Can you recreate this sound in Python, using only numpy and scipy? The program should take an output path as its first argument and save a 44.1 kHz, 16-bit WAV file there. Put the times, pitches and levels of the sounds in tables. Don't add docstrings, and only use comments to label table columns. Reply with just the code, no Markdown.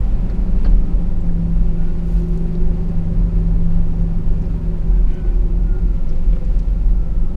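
import sys
import numpy as np
from scipy import signal
from scipy.fft import rfft, irfft
from scipy.io import wavfile

SR = 44100
rng = np.random.default_rng(int(sys.argv[2]) if len(sys.argv) > 2 else 0)


def persist_wave(psi):
    counts = np.round(np.clip(psi, -1, 1) * 32767).astype(np.int16)
    wavfile.write(sys.argv[1], SR, np.atleast_2d(counts).T)


N = 324576
T = np.arange(N) / SR
HZ = np.fft.rfftfreq(N, 1 / SR)


def amp(db):
    return 10 ** (np.asarray(db) / 20)


def unit(x):
    return x / np.sqrt(np.mean(x ** 2) + 1e-20)


def curves(rows):
    times_s, *columns = np.transpose(rows)
    return [np.interp(T, times_s, column) for column in columns]


def colour(points):
    hz, db = np.transpose(points)
    return np.interp(np.log(HZ + 1), np.log(hz), db)


def lift_db(resonances, hz):
    return sum(db / (1 + (2 * (hz - centre_hz) / width_hz) ** 2) for centre_hz, width_hz, db in resonances)


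def shaped(x, db):
    return unit(irfft(rfft(x) * amp(db), N))


def white(samples=N):
    return rng.standard_normal(samples)


def drift(rate_hz):
    return unit(irfft(rfft(white()) * np.exp(-(HZ / rate_hz) ** 2), N))


def wandering(hz, wander_hz, rate_hz):
    return np.cumsum(hz + wander_hz * drift(rate_hz)) / SR + rng.random()


def rotation(rows):
    speed_hz, = curves(rows)
    return speed_hz, np.cumsum(speed_hz) / SR


def ring(x, hz, width_hz):
    carrier = np.exp(2j * np.pi * np.cumsum(hz * np.ones(len(x))) / SR)
    pole = np.exp(-np.pi * width_hz / SR)
    baseband = signal.lfilter([1], [1, -2 * pole, pole * pole], x / carrier)
    return unit((carrier * baseband).real)


def swells(rows, attack_s, release_s):
    power = np.zeros(N)
    for start_s, length_s, db in rows:
        rise = np.clip((T - start_s) / attack_s, 0, 1)
        fall = np.exp(-np.maximum(T - start_s - length_s, 0) / release_s)
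        power += (amp(db) * rise * fall) ** 2
    return np.sqrt(power)


def strike(age_s, rise_s, t60_s):
    age_s = np.clip(age_s, 0, 1)
    return np.exp(-np.log(1000) * age_s / t60_s) * (1 - np.exp(-age_s / rise_s))


# frequency in Hz, relative level in dB.
HISS_SPECTRUM = [(1500, -1), (5000, 2.5), (7000, -2), (9500, -5), (12000, -5.5), (14000, -12),
                 (15000, -13.5), (15700, -25.5)]

def hiss(level_db=-65):
    return amp(level_db) * shaped(white(), colour(HISS_SPECTRUM))


# start in seconds, length in seconds, level in dB.
HAND_STROKES = [(2.015, 0.18, -62), (2.24, 0.18, -66.5)]
# frequency in Hz, relative level in dB.
HAND_SPECTRUM = [(1500, -21), (4000, 1), (7000, -2), (12000, -5), (14500, -4.5), (15700, -22)]

def hand_on_wheel(scratch_db=2.8):
    strokes = swells(HAND_STROKES, attack_s=0.068, release_s=0.06)
    return shaped(white(), colour(HAND_SPECTRUM)) * strokes * amp(scratch_db * drift(120))


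# start in seconds, length in seconds, level in dB, pitch in Hz, glide in Hz/s.
TRIM_SQUEAKS = [(5.042, 0.077, -65, 2900, 4), (5.091, 0.11, -60.5, 2900, 1400), (5.192, .16, -68, 2380, 1),
                (5.262, 0.019, -59, 2580, 28000)]

def trim_squeaks(rattle_db=4):
    rub = white()
    rattle = amp(rattle_db) * ring(white(), hz=2200, width_hz=900)
    out = np.zeros(N)
    for start_s, length_s, db, hz, glide_hz_per_s in TRIM_SQUEAKS:
        pitch_hz = hz + glide_hz_per_s * np.clip(T - start_s, 0, 2 * length_s)
        note = ring(rub, pitch_hz, width_hz=140)
        out += swells([(start_s, length_s, db)], attack_s=0.034, release_s=0.012) * (note + rattle)
    return out


def tick(hz, width_hz, t60_s, snap_db):
    age_s = T[:SR // 10]
    snap = ring(white(len(age_s)), hz, width_hz) * strike(age_s, rise_s=0.00015, t60_s=0.0063)
    chatter = ring(white(len(age_s)), hz, width_hz) * strike(age_s, rise_s=0.00066, t60_s=t60_s)
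    return amp(snap_db) * snap + chatter


# centre in Hz, width in Hz, lift in dB.
CAB_MODES = [(170.2, 16.5, 12.5), (278.2, 4.9, 3), (364.8, 30, 10.5), (529, 19, 6.5), (577.5, 56, 5.5),
             (777, 32, 8), (1300, 46, 4.5), (1430, 26, 6.5), (1770, 90, 1)]
# start in seconds, level in dB.
PANEL_KNOCKS = [(0.498, -42), (.646, -28), (0.661, -25), (2.456, -30), (3.175, -39), (6.332, -32),
                (6.366, -28)]
# frequency in Hz, relative level in dB.
KNOCK_SPECTRUM = [(150, -19), (500, 28.5), (900, 5), (1400, 13), (2200, -20), (5000, -25), (12000, -47)]
# start in seconds, level in dB, ring in Hz, width in Hz, T60 in seconds,
# snap relative to chatter in dB.
TRIM_TICKS = [(.296, -42.5, 1700, 450, .07, -10), (.298, -47, 4200, 1100, 0.048, -0.5),
              (.630, -50, 8700, 1500, .04, -6), (.630, -44, 2800, 1300, .045, -6),
              (.645, -44.5, 4460, 800, .07, -5), (.646, -35.5, 1420, 700, 0.11, -6),
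              (.647, -49, 2900, 1000, .08, -7), (.652, -46.5, 4450, 600, .06, -5),
              (.658, -47, 4300, 450, .045, -5), (0.665, -47, 2900, 1300, 0.065, -1),
              (.664, -56, 6030, 700, 0.024, -5), (.698, -56, 6000, 1500, .03, -3),
              (.72, -49, 2500, 1500, .04, -2), (.989, -48, 3000, 1500, .03, 0),
              (1.208, -57, 7500, 1500, 0.035, -5), (1.289, -46, 1640, 400, 0.062, -5),
              (2.117, -56, 5500, 5000, 0.023, 2), (2.22, -55, 6200, 3000, .025, 2),
              (2.375, -49, 6440, 7000, .03, 2), (2.552, -47, 4100, 1500, 0.032, -10),
              (2.892, -55, 6500, 5000, .025, 0), (4.02, -56, 6000, 6000, .015, 2),
              (4.419, -54, 6260, 2400, .04, -4), (4.455, -54, 5200, 1300, .045, -8),
              (5.11, -51, 5470, 5000, .03, 0), (5.141, -50.5, 6000, 4000, .03, 0),
              (6.091, -45, 5200, 800, .02, 2), (6.101, -52, 5200, 1200, .02, 2),
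              (6.128, -47, 2800, 2200, 0.034, -2), (6.157, -52, 4500, 2500, .03, 0),
              (6.330, -44, 3100, 900, 0.023, 4), (6.332, -45, 2250, 600, .035, -2),
              (6.360, -50, 3080, 900, .025, 0), (6.366, -49, 1990, 1200, .025, -2),
              (6.447, -54, 5500, 5000, .055, -5), (6.589, -47, 6400, 3500, 0.023, -1),
              (6.594, -45, 4200, 2400, .03, -2), (6.628, -54, 4300, 1400, .03, -3)]

def loose_trim(cutoff_hz=9000):
    panel = shaped(white(), colour(KNOCK_SPECTRUM) + lift_db(CAB_MODES, HZ))
    blows = sum(amp(db) * strike(T - start_s, rise_s=0.0013, t60_s=0.027) for start_s, db in PANEL_KNOCKS)
    out = panel * blows
    for start_s, db, hz, width_hz, t60_s, snap_db in TRIM_TICKS:
        sound = amp(db) * tick(hz, width_hz, t60_s, snap_db)
        span = out[round(start_s * SR):][:len(sound)]
        span += sound[:len(span)]
    return irfft(rfft(out) / np.hypot(1, (HZ / cutoff_hz) ** 4), N)


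# start in seconds, level in dB, T60 in seconds.
FLOOR_HIT = (.655, -29, 0.24)
# frequency in Hz, relative level in dB.
FLOOR_SPECTRUM = [(120, -26), (220, 5), (300, 6), (420, -9), (700, -14), (1500, -52)]

def floor_thud():
    start_s, db, t60_s = FLOOR_HIT
    blow = amp(db) * strike(T - start_s, rise_s=0.0034, t60_s=t60_s)
    return blow * shaped(white(), colour(FLOOR_SPECTRUM))


# time in seconds, roar before boost in dB, crunch in dB.
TYRE_LEVELS = [(0, -42.5, -55.5), (.7, -42.5, -55.5), (1.3, -45, -59.5), (1.9, -45, -56.5), (3.3, -44, -58),
               (5, -45, -58.5), (5.75, -46, -60), (6.45, -46.5, -56.5), (7, -46.5, -60)]
# frequency in Hz, relative level in dB.
ROAR_SPECTRUM = [(30, -7.5), (65, -2), (110, -5), (150, -5.5), (205, -5.5), (250, -10), (320, -17.5),
                 (450, -19.5), (690, -26.5), (1000, -27), (1200, -33.5), (1900, -40.5), (3000, -50.5),
                 (8000, -76)]
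CRUNCH_SPECTRUM = [(700, -14), (1500, -2), (2100, 0.5), (2600, 0), (3400, -6.5), (4600, -8), (5200, -12),
                   (7000, -15.5), (9500, -21.5), (15000, -30.5)]

def tyres(crank_turns, roar_boost_db=15, grains_per_s=250, grains_db=-14, spread_db=4, lumps_db=0.93):
    roar_db, crunch_db = curves(TYRE_LEVELS)
    cab_db = lift_db(CAB_MODES, HZ)
    throb = 1 + 0.095 * np.cos(2 * np.pi * 4 * crank_turns)
    roar = shaped(white(), colour(ROAR_SPECTRUM) + cab_db) * amp(roar_db + roar_boost_db)
    onsets = rng.random(N) < grains_per_s / SR
    sizes = amp(spread_db * np.minimum(rng.exponential(1, N), 4))
    snow = white() + amp(grains_db) * unit(onsets * sizes * np.sign(white()))
    crunch = shaped(snow, colour(CRUNCH_SPECTRUM) + cab_db)
    return throb * roar + crunch * amp(crunch_db + lumps_db * drift(23))


# frequency in Hz, relative level in dB.
RUMBLE_SPECTRUM = [(8, -31), (15, -10.5), (20, 1), (25, 3), (31, -12), (38, -3), (45, 1), (53, -6),
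                   (61, -20.5), (100, -47), (300, -110)]

def chassis_rumble(level_db=-23):
    return amp(level_db) * shaped(white(), colour(RUMBLE_SPECTRUM))


def body_mode(jolts, cycles, rest_db, attack_s, wobble, slack_rad):
    swing = np.hypot(amp(rest_db), swells(jolts, attack_s, release_s=0.028))
    swing *= 1 + wobble * drift(16)
    return np.sqrt(2) * swing * np.cos(2 * np.pi * cycles + slack_rad * drift(7.2))


# start in seconds, length in seconds, level in dB.
BODY_SHUDDERS = [(.47, 0.4, -14.5), (1.08, 0.26, -16), (1.5, 0.39, -14), (2.55, 0.15, -12.5),
                 (2.93, 0.16, -16), (3.56, 0.33, -14), (4.24, 0.14, -13.5), (5.02, 0.1, -13.5),
                 (5.97, 0.62, -16), (6.78, 0.18, -15.5), (7.1, 0.17, -14)]
CAB_BOOMS = [(.04, 0.21, -22), (.49, 0.082, -16.5), (.64, 0.13, -11), (.92, 0.034, -10.5),
             (1.53, 0.072, -15), (2.11, 0.059, -13), (2.58, 0.079, -16), (3.14, 0.11, -14),
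             (3.32, 0.25, -14.5), (3.95, 0.14, -16), (4.62, 0.2, -20), (4.87, 0.19, -13),
             (5.27, 0.47, -14.5), (5.81, 0.053, -11), (6.26, 0.055, -10), (6.41, 0.32, -17.5),
             (6.73, 0.25, -17.5)]

def body():
    hop = wandering(hz=19.9, wander_hz=0.697, rate_hz=3.14)
    shudder = body_mode(BODY_SHUDDERS, hop, rest_db=-22, attack_s=0.043, wobble=0.21, slack_rad=0.3)
    boom = body_mode(CAB_BOOMS, 2 * hop, rest_db=-25, attack_s=0.026, wobble=0.18, slack_rad=0.56)
    return shudder + boom


# start in seconds, length in seconds, level in dB.
PANEL_SWELLS = [(1.0, 0.39, -52.5), (5.9, 0.26, -51), (6.2, 0.27, -48.5), (6.95, 0.19, -50.5)]

def singing_panel(flutter=0.37):
    level = swells(PANEL_SWELLS, attack_s=0.097, release_s=0.099) * (1 + flutter * drift(15))
    return np.sqrt(2) * level * np.sin(2 * np.pi * wandering(hz=508, wander_hz=2.2, rate_hz=7.4))


# start in seconds, length in seconds, level in dB.
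WHINE_SWELLS = [(.79, 0.15, -57), (1.72, 0.16, -54.5), (1.95, 0.17, -62), (4.84, 0.13, -58),
                (5.03, 0.27, -55.5), (5.61, 0.18, -52.5), (5.78, 0.32, -59.5), (6.2, .6, -68),
                (6.9, .6, -58.5)]

def gear_whine(shaft_turns, teeth=54, rest_db=-71, lash_rad=0.55, flutter=0.2, rasp=0.28):
    level = np.hypot(amp(rest_db), swells(WHINE_SWELLS, attack_s=0.12, release_s=0.044))
    level *= 1 + flutter * drift(30) + rasp * drift(110)
    return np.sqrt(2) * level * np.sin(2 * np.pi * teeth * shaft_turns + lash_rad * drift(25))


# time in seconds, turns per second.
SHAFT_SPEED = [(0, 26.5), (.3, 26.5), (.75, 23.3), (1.1, 24.4), (1.4, 24.32), (1.8, 26.8), (2.1, 27.03),
               (2.4, 28.33), (2.6, 30.1), (3.15, 32.05), (4.5, 31.7), (4.75, 29.88), (5.25, 27.6),
               (5.55, 27.2), (6.1, 24.55), (6.85, 25.35), (7.36, 23.85)]
# multiple of shaft speed, base level in dB.
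SHAFT_PARTIALS = [(3, -44), (4, -47.5), (7, -54), (8, -54), (9, -58), (11.5, -66), (12, -59), (12.5, -64),
                  (13, -59.5), (14, -64.5)]
# time in seconds, low-order drone gain in dB, high-order moan gain in dB.
TORQUE_GAINS = [(.25, 6, -17), (.6, -0.5, -12), (.9, -4, 10), (1.15, -0.5, 3.5), (1.45, 2, 1.5),
                (2.1, -5, 5), (2.6, -5.5, 7.5), (2.95, 2.5, -3), (3.4, 1, 6.5), (3.8, -0.5, -3.5),
                (4.5, 1.5, 1.5), (5, -4.5, 1), (5.3, 0.5, 5), (5.8, 5, 4.5), (6.1, -4.5, -7.5),
                (6.95, 1, -1), (7.36, -5.5, -3)]
# centre in Hz, width in Hz, lift in dB.
FRAME_MODES = [(96.8, 22.5, 14), (166.2, 15, 20), (282, 18, 11), (362.7, 45, 16)]

def driveline(speed_hz, turns, drone_flutter=0.052, moan_flutter=0.26, play_rad=0.028):
    drone_db, moan_db = curves(TORQUE_GAINS)
    out = np.zeros(N)
    for order, db in SHAFT_PARTIALS:
        pull_db, flutter = (moan_db, moan_flutter) if order > 10 else (drone_db, drone_flutter)
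        level = amp(db + pull_db + lift_db(FRAME_MODES, order * speed_hz)) * (1 + flutter * drift(28))
        smear_rad = play_rad * order * drift(23)
        out += level * np.sin(2 * np.pi * (order * turns + rng.random()) + smear_rad)
    return np.sqrt(2) * out


# time in seconds, turns per second.
CRANK_SPEED = [(0, 26.3), (.4, 26.5), (.8, 25.9), (1.3, 24.23), (1.7, 23.85), (2.1, 24.05), (3.5, 24.0),
               (4.8, 23.52), (5.2, 22.95), (6, 22.43), (7, 21.4), (7.36, 21.4)]
# multiple of crankshaft speed, base level in dB.
CRANK_PARTIALS = [(2, -30), (3, -35), (4, -46.5), (5, -43.5), (6, -47.5), (7, -39.5), (8, -45.5), (9, -56),
                  (10, -55.5), (11, -54.5), (12, -55), (15, -54.5), (16, -54), (24, -59), (32.5, -72)]
# time in seconds, gain at the main air resonance in dB.
LOAD_GAIN = [(0, 11), (1.1, 4.5), (1.3, 3), (1.7, 4), (2, -0.5), (2.25, 3), (2.65, 0.5), (3, 2), (3.4, 3.5),
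             (4.2, 0.5), (4.7, -2), (5.6, -9.5), (7.36, 1)]
# centre in Hz, width in Hz, lift in dB.
CAB_AIR_MODES = [(167.64, 17, 12.5), (205.3, 12, 6)]

def engine(speed_hz, turns, unevenness=0.19, steadying=0.7):
    load_db, = curves(LOAD_GAIN)
    peak_db = CAB_AIR_MODES[0][2]
    out = np.zeros(N)
    for order, db in CRANK_PARTIALS:
        bloom_db = lift_db(CAB_AIR_MODES, order * speed_hz)
        in_tune = bloom_db / peak_db
        flutter = 1 + unevenness * (1 - steadying * in_tune) * drift(6)
        level = amp(db + bloom_db + in_tune * load_db) * flutter
        out += level * np.sin(2 * np.pi * (order * turns + rng.random()))
    return np.sqrt(2) * out


def scene():
    crank_hz, crank_turns = rotation(CRANK_SPEED)
    shaft_hz, shaft_turns = rotation(SHAFT_SPEED)
    mix = engine(crank_hz, crank_turns)
    mix += driveline(shaft_hz, shaft_turns) + gear_whine(shaft_turns) + singing_panel()
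    mix += body() + chassis_rumble() + tyres(crank_turns)
    mix += hiss() + loose_trim() + floor_thud() + trim_squeaks() + hand_on_wheel()
    return mix[None]


def record(dry):
    eased = dry * signal.windows.tukey(N, 0.002)
    lowpass = signal.firwin(511, cutoff=15600, window=("kaiser", 9), fs=SR)
    return signal.oaconvolve(eased, lowpass[None], "same")


dry = scene()
out = record(dry)
persist_wave(out)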